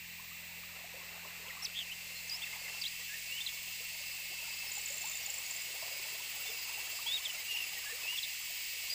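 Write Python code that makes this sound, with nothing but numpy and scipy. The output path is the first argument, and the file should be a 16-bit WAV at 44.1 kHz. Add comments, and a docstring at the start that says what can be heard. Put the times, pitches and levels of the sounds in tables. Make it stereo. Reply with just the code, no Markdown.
"""A flooded forest, from a small boat. A near cicada clicks so fast that it drones, its belly pumping a
throb into the sound as it winds up; other insects scrape over a far chorus. One bird whistles
short glides and another ticks, with a faint echo from the trunks. Water gurgles along the hull as air
pockets ring, and a distant engine hums at multiples of its shaft rate."""
import sys
import numpy as np
from scipy import signal
from scipy.fft import rfft, irfft, next_fast_len
from scipy.io import wavfile
from scipy.ndimage import uniform_filter1d

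SR = 44100
rng = np.random.default_rng(int(sys.argv[2]) if len(sys.argv) > 2 else 0)


def unload_audio(sound):
    """Save the sound as a 16-bit wav file, at the path given as the first command line argument."""
    columns = np.transpose(np.atleast_2d(sound))
    # keep every value between -1 and 1, then stretch to whole-number steps
    steps = np.round(np.clip(columns, -1, 1) * 32767)
    wavfile.write(sys.argv[1], SR, steps.astype(np.int16))


N = 394233
TIME_S = np.arange(N) / SR


def undb(db):
    return 10 ** (np.asarray(db) / 20)


def level(x, rms_db):
    return x * undb(rms_db) / np.sqrt(np.mean(x ** 2))


def phase_of(hz):
    return 2 * np.pi * np.cumsum(hz) / SR


def curves(table):
    """Every column after the time, as a value per sample."""
    time_s, *columns = np.transpose(table)
    return [np.interp(TIME_S, time_s, column) for column in columns]


def colour(x, eq):
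    """Filter by an EQ curve; nothing passes below its first row."""
    size = next_fast_len(N)
    freq_hz, gain_db = np.transpose(eq)
    log_hz = np.log(np.arange(1, size // 2 + 2) * SR / size)
    db = np.interp(log_hz, np.log(freq_hz), gain_db, left=-120)
    return irfft(rfft(x, size) * undb(db), size)[..., :N]


def drift(rate_hz):
    """Smooth random modulation with a spread near 1."""
    hold = int(SR / rate_hz)
    steps = np.repeat(rng.standard_normal(N // hold + 1), hold)
    return 1.284 * uniform_filter1d(uniform_filter1d(steps, hold), hold)[:N]


def roughness(samples, depth, smooth_samples):
    """A gain that flickers around 1."""
    return 1 + depth * level(uniform_filter1d(rng.standard_normal(samples), smooth_samples), 0)


def place(out, start_s, sound, pan_db):
    """Mix in a one-shot; positive pan is to the left."""
    i = int(start_s * SR)
    sound = sound[:N - i]
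    out[:, i:i + len(sound)] += sound * undb([[pan_db / 2], [-pan_db / 2]])


# The near cicada winding up: time_s, click_rate_hz, level_db
WIND_UP = [(0, 235, -76), (1.5, 238, -59), (2.1, 250.5, -50.5), (2.9, 252.6, -47.5), (3.7, 247.2, -46.5),
           (4.84, 244.2, -46), (5.4, 247.2, -45), (6.6, 249.4, -45), (7.4, 251, -46), (8.94, 260.4, -43.5)]
# Its tone colour: freq_hz, gain_db
CICADA_EQ = [(880, -50), (1500, -48), (2030, -3.5), (2200, -0.5), (2350, -10), (2700, 0.5), (3760, -7),
             (4850, 1), (5780, -7.5), (7820, -1.5), (9230, -15), (9990, -9), (13300, -20.5), (14500, -12),
             (15500, -48.5)]
def cicada(jitter=.0015, rasp=.42):
    """Even clicks make a comb of harmonics, each flickering and throbbing on its own; a rasp fills in."""
    click_rate_hz, level_db = curves(WIND_UP)
    phase = phase_of(click_rate_hz * (1 + jitter * drift(40)))
    comb = 0
    for k in range(6, 62):
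        offset, throb_offset = 2 * np.pi * rng.random(2)
        comb += undb(3.05 * drift(14)) * throb(.99, throb_offset) * np.sin(k * phase + offset)
    effort = curves(BELLY_PUMP)[1]  # more effort, more even clicks
    song = (effort * level(comb, 0) + rasp * rng.standard_normal(N)) / np.hypot(effort, rasp)
    return level(colour(song, CICADA_EQ), level_db)


# The cicada's pumping belly: time_s, rate_hz, effort (0-1)
BELLY_PUMP = [(0, 20.7, 0.3), (2, 22, 0.29), (3.2, 22.5, 0.32), (4.0, 22.4, 0.26), (5, 22, 0.34),
              (5.8, 18.4, 0.31), (7.5, 18.1, 0.58), (8.1, 18, 0.28), (8.94, 17.8, 0.24)]
def throb(depth, offset_rad):
    """The belly pumps the level up and down, deeper with more effort."""
    rate_hz, effort = curves(BELLY_PUMP)
    return 1 + np.clip(depth * effort, 0, 1) * np.sin(phase_of(rate_hz) + offset_rad)


def follow_cicada(full_db, share, cicada_full_db=-45):
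    """Level in dB of a layer that follows a share of the cicada's swell."""
    _, cicada_db = curves(WIND_UP)
    return full_db + share * (cicada_db - cicada_full_db)


def whistle(note, octave_db=-20, swing_hz=0):
    """A gliding sine with a faint octave, uneven breath and soft edges."""
    time_s, pitch_hz, level_db = np.transpose(note)[:3]
    t = np.arange(time_s[0], time_s[-1], 1 / SR)
    phase = phase_of(uniform_filter1d(np.interp(t, time_s, pitch_hz), 60) + swing_hz)
    tone = np.sin(phase) + undb(octave_db) * np.sin(2 * phase)
    edges = np.clip(np.minimum(t - time_s[0], time_s[-1] - t) / .0006, 0, 1)
    breath = roughness(len(t), depth=.27, smooth_samples=120)
    return np.sqrt(2) * undb(np.interp(t, time_s, level_db)) * edges * breath * tone


def chirp_shape(start_s, length_s, start_hz, middle_hz, end_hz, peak_db, peak_at=.32, edge_db=-9.5):
    """Breakpoints of a short whistle: the pitch bends through three points while the level arches."""
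    progress = np.linspace(0, 1, 9)
    pitch_hz = np.interp(progress, [0, .5, 1], [start_hz, middle_hz, end_hz])
    off_peak = np.interp(progress, [0, peak_at, 1], [1, 0, 1])
    return np.transpose([start_s + length_s * progress, pitch_hz, peak_db + edge_db * off_peak ** 2])


def trill(start_s=7.568, step_s=.017, note_s=.014, top_hz=2900, sink_hz=54.9, peak_db=-37):
    """Chirp rows for five even notes that sink in pitch."""
    hz = top_hz - sink_hz * np.arange(6)
    return [(start_s + k * step_s, note_s, hz[k + 1], hz[k], hz[k + 1], peak_db) for k in range(5)]


# Short whistles: start_s, length_s, start_hz, middle_hz, end_hz, peak_db
CHIRPS = [(1.482, 0.011, 3450, 2900, 2500, -46), (1.5, 0.02, 2300, 1890, 1914, -44),
          (1.622, 0.02, 5500, 5500, 4800, -40), (1.632, 0.0093, 10100, 9950, 10100, -50),
          (1.64, 0.012, 6200, 6100, 5900, -40.5), (1.648, 0.014, 5900, 4850, 4200, -34.5),
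          (1.659, 0.01, 4200, 3650, 3100, -42), (1.895, 0.016, 2400, 2550, 2650, -47),
          (1.911, 0.025, 2560, 3060, 3050, -41.5), (2.15, .055, 4150, 4270, 4250, -50),
          (2.275, .019, 6030, 6540, 6700, -49), (2.295, 0.0085, 6000, 4700, 4500, -38),
          (2.307, 0.061, 4800, 4950, 5500, -39), (2.418, 0.021, 3100, 3590, 3520, -38),
          (2.433, 0.017, 2750, 2710, 2450, -38), (2.465, 0.016, 2180, 1900, 1600, -47),
          (2.525, .028, 2060, 2160, 2550, -44.5), (2.553, 0.011, 2350, 2020, 1710, -44),
          (2.655, 0.0206, 2020, 2100, 2310, -44.5), (2.679, 0.012, 2280, 1930, 1600, -43),
          (2.812, 0.014, 5680, 4630, 4430, -38.5), (2.82, 0.0087, 4460, 4700, 4950, -35.5),
          (2.837, 0.01, 4400, 3400, 3000, -35.5), (2.849, .029, 3000, 3840, 4450, -36.5),
          (2.879, 0.0061, 4400, 4750, 5000, -35), (3.005, 0.031, 1890, 1960, 1970, -51.5),
          (3.09, 0.052, 1627, 1700, 1700, -51), (3.13, 0.041, 1750, 1862, 1680, -49),
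          (3.384, 0.015, 2960, 2770, 2690, -40.5), (3.402, 0.009, 2950, 3250, 3670, -40),
          (3.407, .021, 3580, 3570, 3600, -38.5), (3.463, 0.007, 3870, 4100, 4000, -35),
          (3.467, 0.0144, 4180, 3500, 3000, -36), (3.485, .011, 3950, 3200, 3750, -39.5),
          (4.49, 0.016, 4900, 4980, 4900, -48), (4.535, 0.018, 5030, 4950, 4930, -46),
          (4.585, .015, 5000, 5100, 5040, -47), (4.67, 0.038, 5150, 5280, 5040, -46),
          (5.125, .035, 3660, 3560, 3740, -50), (5.225, .018, 5750, 5700, 5620, -48),
          (5.245, .02, 3687, 3550, 3520, -51), (5.56, 0.087, 5120, 5000, 4840, -52),
          (6.455, .055, 3474, 3600, 3430, -48), (6.58, 0.077, 5080, 4800, 4250, -51.5),
          (6.925, 0.081, 5170, 5030, 4990, -52), (7.248, .031, 3945, 3290, 3000, -35.5),
          (7.29, .025, 3040, 2990, 2900, -42), (7.37, 0.036, 2150, 2110, 2070, -46),
          (7.765, 0.029, 1910, 1890, 1960, -48), (7.857, 0.032, 1685, 1680, 1690, -47),
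          (7.884, 0.048, 1663, 1840, 1740, -45.5), (8.15, .085, 5600, 5380, 5220, -52),
          (8.154, 0.012, 2900, 2780, 2680, -39), (8.173, .012, 2914, 3650, 3520, -37),
          (8.183, 0.011, 3470, 3420, 3080, -33), (8.228, 0.018, 4270, 3760, 3180, -36),
          (8.247, .011, 4030, 3500, 3850, -43)]
# Long whistles, one list of breakpoints each: time_s, pitch_hz, level_db
GLIDES = [
    [(3.285, 2635, -46), (3.308, 2660, -45), (3.327, 2800, -40), (3.345, 2890, -50), (3.384, 3040, -41)],
    [(7.062, 3146, -39), (7.08, 3390, -37.5), (7.115, 3500, -36.5), (7.132, 3700, -37), (7.15, 3810, -32),
     (7.167, 3715, -39), (7.185, 2994, -45)],
    [(7.48, 2744, -53), (7.495, 2890, -42), (7.52, 2790, -38), (7.555, 2800, -38.5), (7.567, 2575, -39)],
    [(8.02, 2630, -56), (8.044, 2580, -45), (8.068, 2600, -41.5), (8.092, 2793, -36), (8.117, 2870, -43.5),
     (8.153, 2953, -42)],
    [(8.9, 4780, -38), (8.92, 4880, -42), (8.94, 4840, -35)],
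]
# One buzzed note: time_s, pitch_hz, level_db, flutter_hz
BUZZ = [(1.744, 2950, -52, 199), (1.77, 3300, -40, 206), (1.79, 3380, -36.5, 192), (1.814, 3080, -40, 175),
        (1.835, 2650, -46, 175)]
def whistling_bird(pan_db=.2, swing_hz=233, flutter_depth=.34):
    """Glides, chirps, a trill and a buzz whose flutter lifts pitch and level together."""
    out = np.zeros((2, N))
    for note in GLIDES + [chirp_shape(*row) for row in CHIRPS + trill()]:
        place(out, note[0][0], whistle(note), pan_db)
    time_s, _, _, flutter_hz = np.transpose(BUZZ)
    t = np.arange(time_s[0], time_s[-1], 1 / SR)
    flutter = -np.cos(phase_of(np.interp(t, time_s, flutter_hz)) + 1.5)
    buzz = whistle(BUZZ, swing_hz=swing_hz * flutter) * (1 + flutter_depth * flutter)
    place(out, t[0], buzz, pan_db)
    return out


# A small bird's run of ticks: start_s, peak_db, pitch_hz
TICKS = [(4.7165, -34.5, 7040), (4.7374, -43, 7200), (4.7511, -37, 7170), (4.7656, -35, 7250),
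         (4.7794, -35, 7120), (4.812, -37, 7500), (4.8574, -33, 7130), (4.8834, -38, 7110),
         (4.9013, -36.5, 6940), (4.9222, -38, 7140), (4.94, -36.5, 7350), (4.9524, -40, 7300),
         (4.9796, -37, 7300), (5.005, -39, 7440), (5.015, -36, 7140), (5.0534, -36, 7340),
         (5.0715, -38, 7300), (5.0824, -36, 7400), (5.094, -36, 7060), (5.1134, -37, 7190),
         (5.1332, -39, 7110), (5.1515, -36, 7260), (5.1701, -35.5, 7150), (5.2595, -33, 7080),
         (5.2994, -33, 7300), (5.338, -34, 7380), (5.3805, -34, 7380), (5.461, -38, 6650),
         (5.5074, -33.5, 7390), (5.5616, -35.5, 7330), (5.6161, -39, 7430)]
def ticking_bird(width_s=.0037, slide_per_width=-.043):
    """Each tick is a tiny high pip that slides down through its pitch."""
    out = np.zeros((2, N))
    widths = np.arange(-.004, .008, 1 / SR) / width_s
    for start_s, peak_db, pitch_hz in TICKS:
        pip = np.exp(-widths ** 2) * np.sin(phase_of(pitch_hz * (1 + slide_per_width * widths)))
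        place(out, start_s, undb(peak_db) * pip, pan_db=5)
    return out


def trunk_echo(calls, t60_s=.24, send_db=-44):
    """Many trunks scatter the calls back as a short stereo tail."""
    t = np.arange(int(t60_s * SR)) / SR
    tail = rng.standard_normal((2, len(t))) * undb(-60 * t / t60_s)
    return undb(send_db) * signal.fftconvolve(calls, tail, axes=1)[:, :N]


def wing_scrape(centre_hz, half_width_hz, level_db, gain, clicks=0):
    """Dense wing scrapes, and any even clicks, ring around one resonance."""
    edges_hz = [centre_hz - half_width_hz, centre_hz + half_width_hz]
    band = signal.butter(2, edges_hz, "bandpass", fs=SR, output="sos")
    scrape = level(signal.sosfilt(band, rng.standard_normal(N)), 0)
    ring = scrape + signal.sosfilt(band, clicks + np.zeros(N))
    return level(ring, level_db + .72 * drift(4.7)) * gain


def even_clicks(rate_hz, around_hz):
    """The nine harmonics of a click train nearest one resonance, each flickering."""
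    phase = phase_of(rate_hz * (1 + .0007 * drift(6)))
    centre = round(around_hz / rate_hz)
    return sum(undb(2.4 * drift(8)) * np.sin(k * phase + 2 * np.pi * rng.random())
               for k in range(centre - 4, centre + 5))


def scraping_insects(stop_s=.7, fade_s=.06, swell_db_per_s=5):
    """A low and a shrill ring build with the cicada; a third swells early and falls silent."""
    low = wing_scrape(2690, 142, follow_cicada(-52, share=.28), throb(.51, .76))
    clicks = .45 * even_clicks(rate_hz=160.5, around_hz=14870)
    shrill = wing_scrape(14900, 330, follow_cicada(-50.5, share=1.5), throb(1, 2.2), clicks)
    fade_out = np.clip((stop_s - TIME_S) / fade_s + .5, 0, 1)
    early = wing_scrape(15300, 500, -58 + swell_db_per_s * np.minimum(TIME_S, stop_s), fade_out)
    return low + shrill + early


# Two narrow tones in the insect drone: time_s, low_hz, high_hz, high_boost_db
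DRONE_TONES = [(0, 1995, 2716, 4.5), (2.001, 2093, 2674, 1.5), (3.3, 2234, 2703, 3.5),
               (4.0, 2174, 2693, 2.5), (4.6, 2157, 2614, 7), (5.3, 2180, 2680, -2), (6.2, 2233, 2657, 0.5),
               (7.0, 2248, 2683, 2), (7.8, 2234, 2716, -3), (8.94, 2229, 2710, -3)]
# Their mix, low then high: full_db, share (of the cicada's swell)
DRONE_TONE_MIX = [(-58, 0.3), (-57.5, 0.25)]
def drone_tones(waver=.00392):
    """Two narrow tones that waver in pitch and throb with the cicada."""
    out = 0
    low_hz, high_hz, high_boost_db = curves(DRONE_TONES)
    tones = [(low_hz, 0, 1.7), (high_hz, high_boost_db, .4)]
    for (pitch_hz, boost_db, offset_rad), (full_db, share) in zip(tones, DRONE_TONE_MIX):
        phase = phase_of(pitch_hz * (1 + waver * drift(25)))
        level_db = follow_cicada(full_db, share) + boost_db + 1.9 * drift(13)
        out += np.sqrt(2) * undb(level_db) * throb(.99, offset_rad) * np.sin(phase)
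    return out


# Tone colour of the far insects: freq_hz, gain_db
CHORUS_EQ = [(820, -17.5), (1400, -23), (1890, -0.5), (2180, 0.5), (2410, 3), (3190, -7), (4360, -4.5),
             (5280, -9), (6270, -11), (6860, -8.5), (7980, -5.5), (9190, -19.5), (12500, -14.5),
             (14400, -4), (15500, -9)]
def far_chorus(start_db=-48, swell_db_per_s=.25):
    """Far insects blur into a slowly swelling bed in the centre."""
    return level(colour(rng.standard_normal(N), CHORUS_EQ), start_db + swell_db_per_s * TIME_S)


def bubble(pitch_hz, decay_cycles, rise):
    """An air pocket rings and climbs in pitch as it nears the surface; the broken surface roughens it."""
    cycles = np.arange(int(4 * decay_cycles * SR / pitch_hz)) * pitch_hz / SR
    envelope = (1 - np.exp(-cycles / 1.4)) ** 2 * np.exp(-cycles / decay_cycles)
    splash = roughness(len(cycles), depth=.25, smooth_samples=260)
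    return envelope * splash * np.sin(2 * np.pi * cycles * (1 + rise * (cycles / decay_cycles - 1)))


# Fader ride of the gurgle along the hull: time_s, gain_db
GURGLE_RIDE = [(0, -65), (1.0, -57), (1.55, -56.5), (1.72, -62), (2.25, -60.5), (2.7, -56), (2.9, -64),
               (3.4, -62), (3.7, -64), (4.4, -60.5), (5.75, -56.5), (6.9, -55.5), (7.2, -59), (7.7, -59.5),
               (8.05, -56), (8.22, -65), (8.94, -61)]
# Tone colour of the wash: freq_hz, gain_db
WASH_EQ = [(150, -40), (260, -8.5), (400, -2), (600, 0.5), (850, 2), (1300, 0), (1800, 1.5), (2400, -18),
           (4000, -80)]
# Bubbles that stand out: start_s, gain_db, pitch_hz, pan_db
LOUD_BUBBLES = [(0.194, -47.5, 1010, 11), (0.312, -49, 1150, -4), (0.633, -48, 1180, 8),
                (0.839, -44, 679, 2.5), (0.936, -48.5, 507, 11), (1.01, -43, 1010, -5),
                (1.454, -48, 940, 7), (1.548, -54, 710, 3.5), (2.53, -50, 1050, -10), (2.739, -55, 685, 7),
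                (3.8, -53, 470, 8), (4.299, -57, 354, 6), (4.477, -48, 875, 14), (4.772, -44.5, 800, 13),
                (4.901, -45.5, 546, 6), (5.04, -40, 852, 11), (5.276, -48, 777, 12), (5.748, -48, 735, 4),
                (5.823, -42, 641, -0.5), (5.878, -47, 939, 3.0), (5.914, -47, 544, 1),
                (5.991, -48, 1024, -1.0), (6.143, -46, 638, -2.5), (6.199, -43, 939, 3.0),
                (6.362, -51, 776, 15), (6.398, -47, 1267, 15), (6.451, -49, 744, 6.5),
                (6.485, -48, 430, 12), (6.692, -46, 918, 7), (6.774, -43, 806, 13), (6.806, -45, 990, 1.0),
                (6.928, -48, 620, 4.0), (6.988, -42, 1120, -8), (7.06, -42, 890, 8),
                (7.543, -47, 810, -0.5), (7.716, -49, 1170, -9), (7.897, -48, 1140, -1.0),
                (7.922, -44.5, 466, -2), (8.05, -47, 934, -1), (8.123, -42, 935, -1.0),
                (8.498, -52.5, 664, -5)]
def hull_water(bubble_count=1200, cluster_s=.06):
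    """Laps set off clusters of small bubbles over a wash, leaning left; loud bubbles ring on top."""
    small, loud = np.zeros((2, N)), np.zeros((2, N))
    laps = rng.random((bubble_count // 4, 3))
    for k, (lag, detune, size, life) in enumerate(rng.random((bubble_count, 4))):
        when, register, position = laps[k % len(laps)]
        start_s = min(when * N / SR + cluster_s * lag, N / SR)
        pitch_hz = 450 * 2.8 ** register * 1.8 ** (detune - .5)
        plip = bubble(pitch_hz, decay_cycles=(2.6 + 6 * life) * pitch_hz / 800, rise=.0443)
        place(small, start_s, plip * (1 - size) ** -.17, pan_db=7.3 + 22 * (position - .5))
    for start_s, gain_db, pitch_hz, pan_db in LOUD_BUBBLES:
        place(loud, start_s, undb(gain_db) * bubble(pitch_hz, decay_cycles=8.4, rise=.044), pan_db)
    mid, side = colour(rng.standard_normal((2, N)), WASH_EQ)
    wash = np.array([undb(1.5) * (mid + .56 * side), mid - .66 * side])
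    gurgle = level(small, -4.5) + level(wash, -2.5)
    return gurgle * undb(curves(GURGLE_RIDE)[0]) + loud


# Engine speed, throttled back once: time_s, shaft_hz
SHAFT_SPEED = [(0, 42.6), (1.9, 43.05), (3.6, 42.3), (4.1, 43.35), (5.55, 43.3), (5.7, 40.5), (5.87, 38.8),
               (6.15, 40.8), (6.6, 41.24), (8.94, 41.6)]
# Shaft harmonics 1-5 as the engine draws away: start_db, slope_db_per_s, boost_db_per_hz (of sag)
SHAFT_HARMONICS = [(-80, 0.5, -7), (-67.5, -0.76, -1.3), (-78, -1.86, 5), (-64, -1.74, 0),
                   (-74.5, -2.87, -10)]
# Tone colour of the rumble: freq_hz, gain_db
RUMBLE_EQ = [(8, -9), (20, -5.5), (60, -10), (110, -12.5), (170, -11), (230, -17.5), (300, -19.5),
             (400, -58)]
def distant_engine(cruise_hz=42, rumble_db=-73):
    """Shaft harmonics hum over a low rumble; their balance shifts when the speed sags below cruise."""
    shaft_hz, = curves(SHAFT_SPEED)
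    phase = phase_of(shaft_hz)
    sag_hz = np.maximum(cruise_hz - shaft_hz, 0)
    hum = 0
    for k, (start_db, slope, boost) in enumerate(SHAFT_HARMONICS):
        level_db = start_db + slope * TIME_S + boost * sag_hz + .8 * drift(6.5)
        hum += np.sqrt(2) * undb(level_db) * np.sin((k + 1) * phase + k)
    mid, side = colour(rng.standard_normal((2, N)), RUMBLE_EQ)
    return hum + level(np.array([mid + .072 * side, mid - .16 * side]), rumble_db)


# Tone colour of a faint, wide stereo hiss: freq_hz, gain_db
HISS_EQ = [(880, -32), (1500, -13), (3540, 9), (4700, 4), (5110, -7), (5940, -6), (7310, -34), (8490, -23),
           (11000, -28), (14300, -53), (22000, -120)]
def wide_hiss(level_db=-68.5):
    """A faint hiss, opposite in polarity left and right, adds width."""
    side = level(colour(rng.standard_normal(N), HISS_EQ), level_db + .32 * drift(3.015))
    return np.array([side, -side])


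def scene():
    insects = cicada() + scraping_insects() + drone_tones() + far_chorus()
    hiss = wide_hiss()
    birds = whistling_bird() + ticking_bird()
    return insects + birds + trunk_echo(birds) + hull_water() + distant_engine() + hiss


def record(dry):
    """A steep high cut on the whole mix."""
    cutoff_hz = 15520
    return signal.sosfilt(signal.ellip(14, .2, 75, cutoff_hz, fs=SR, output="sos"), dry)


dry = scene()
out = record(dry)
unload_audio(out)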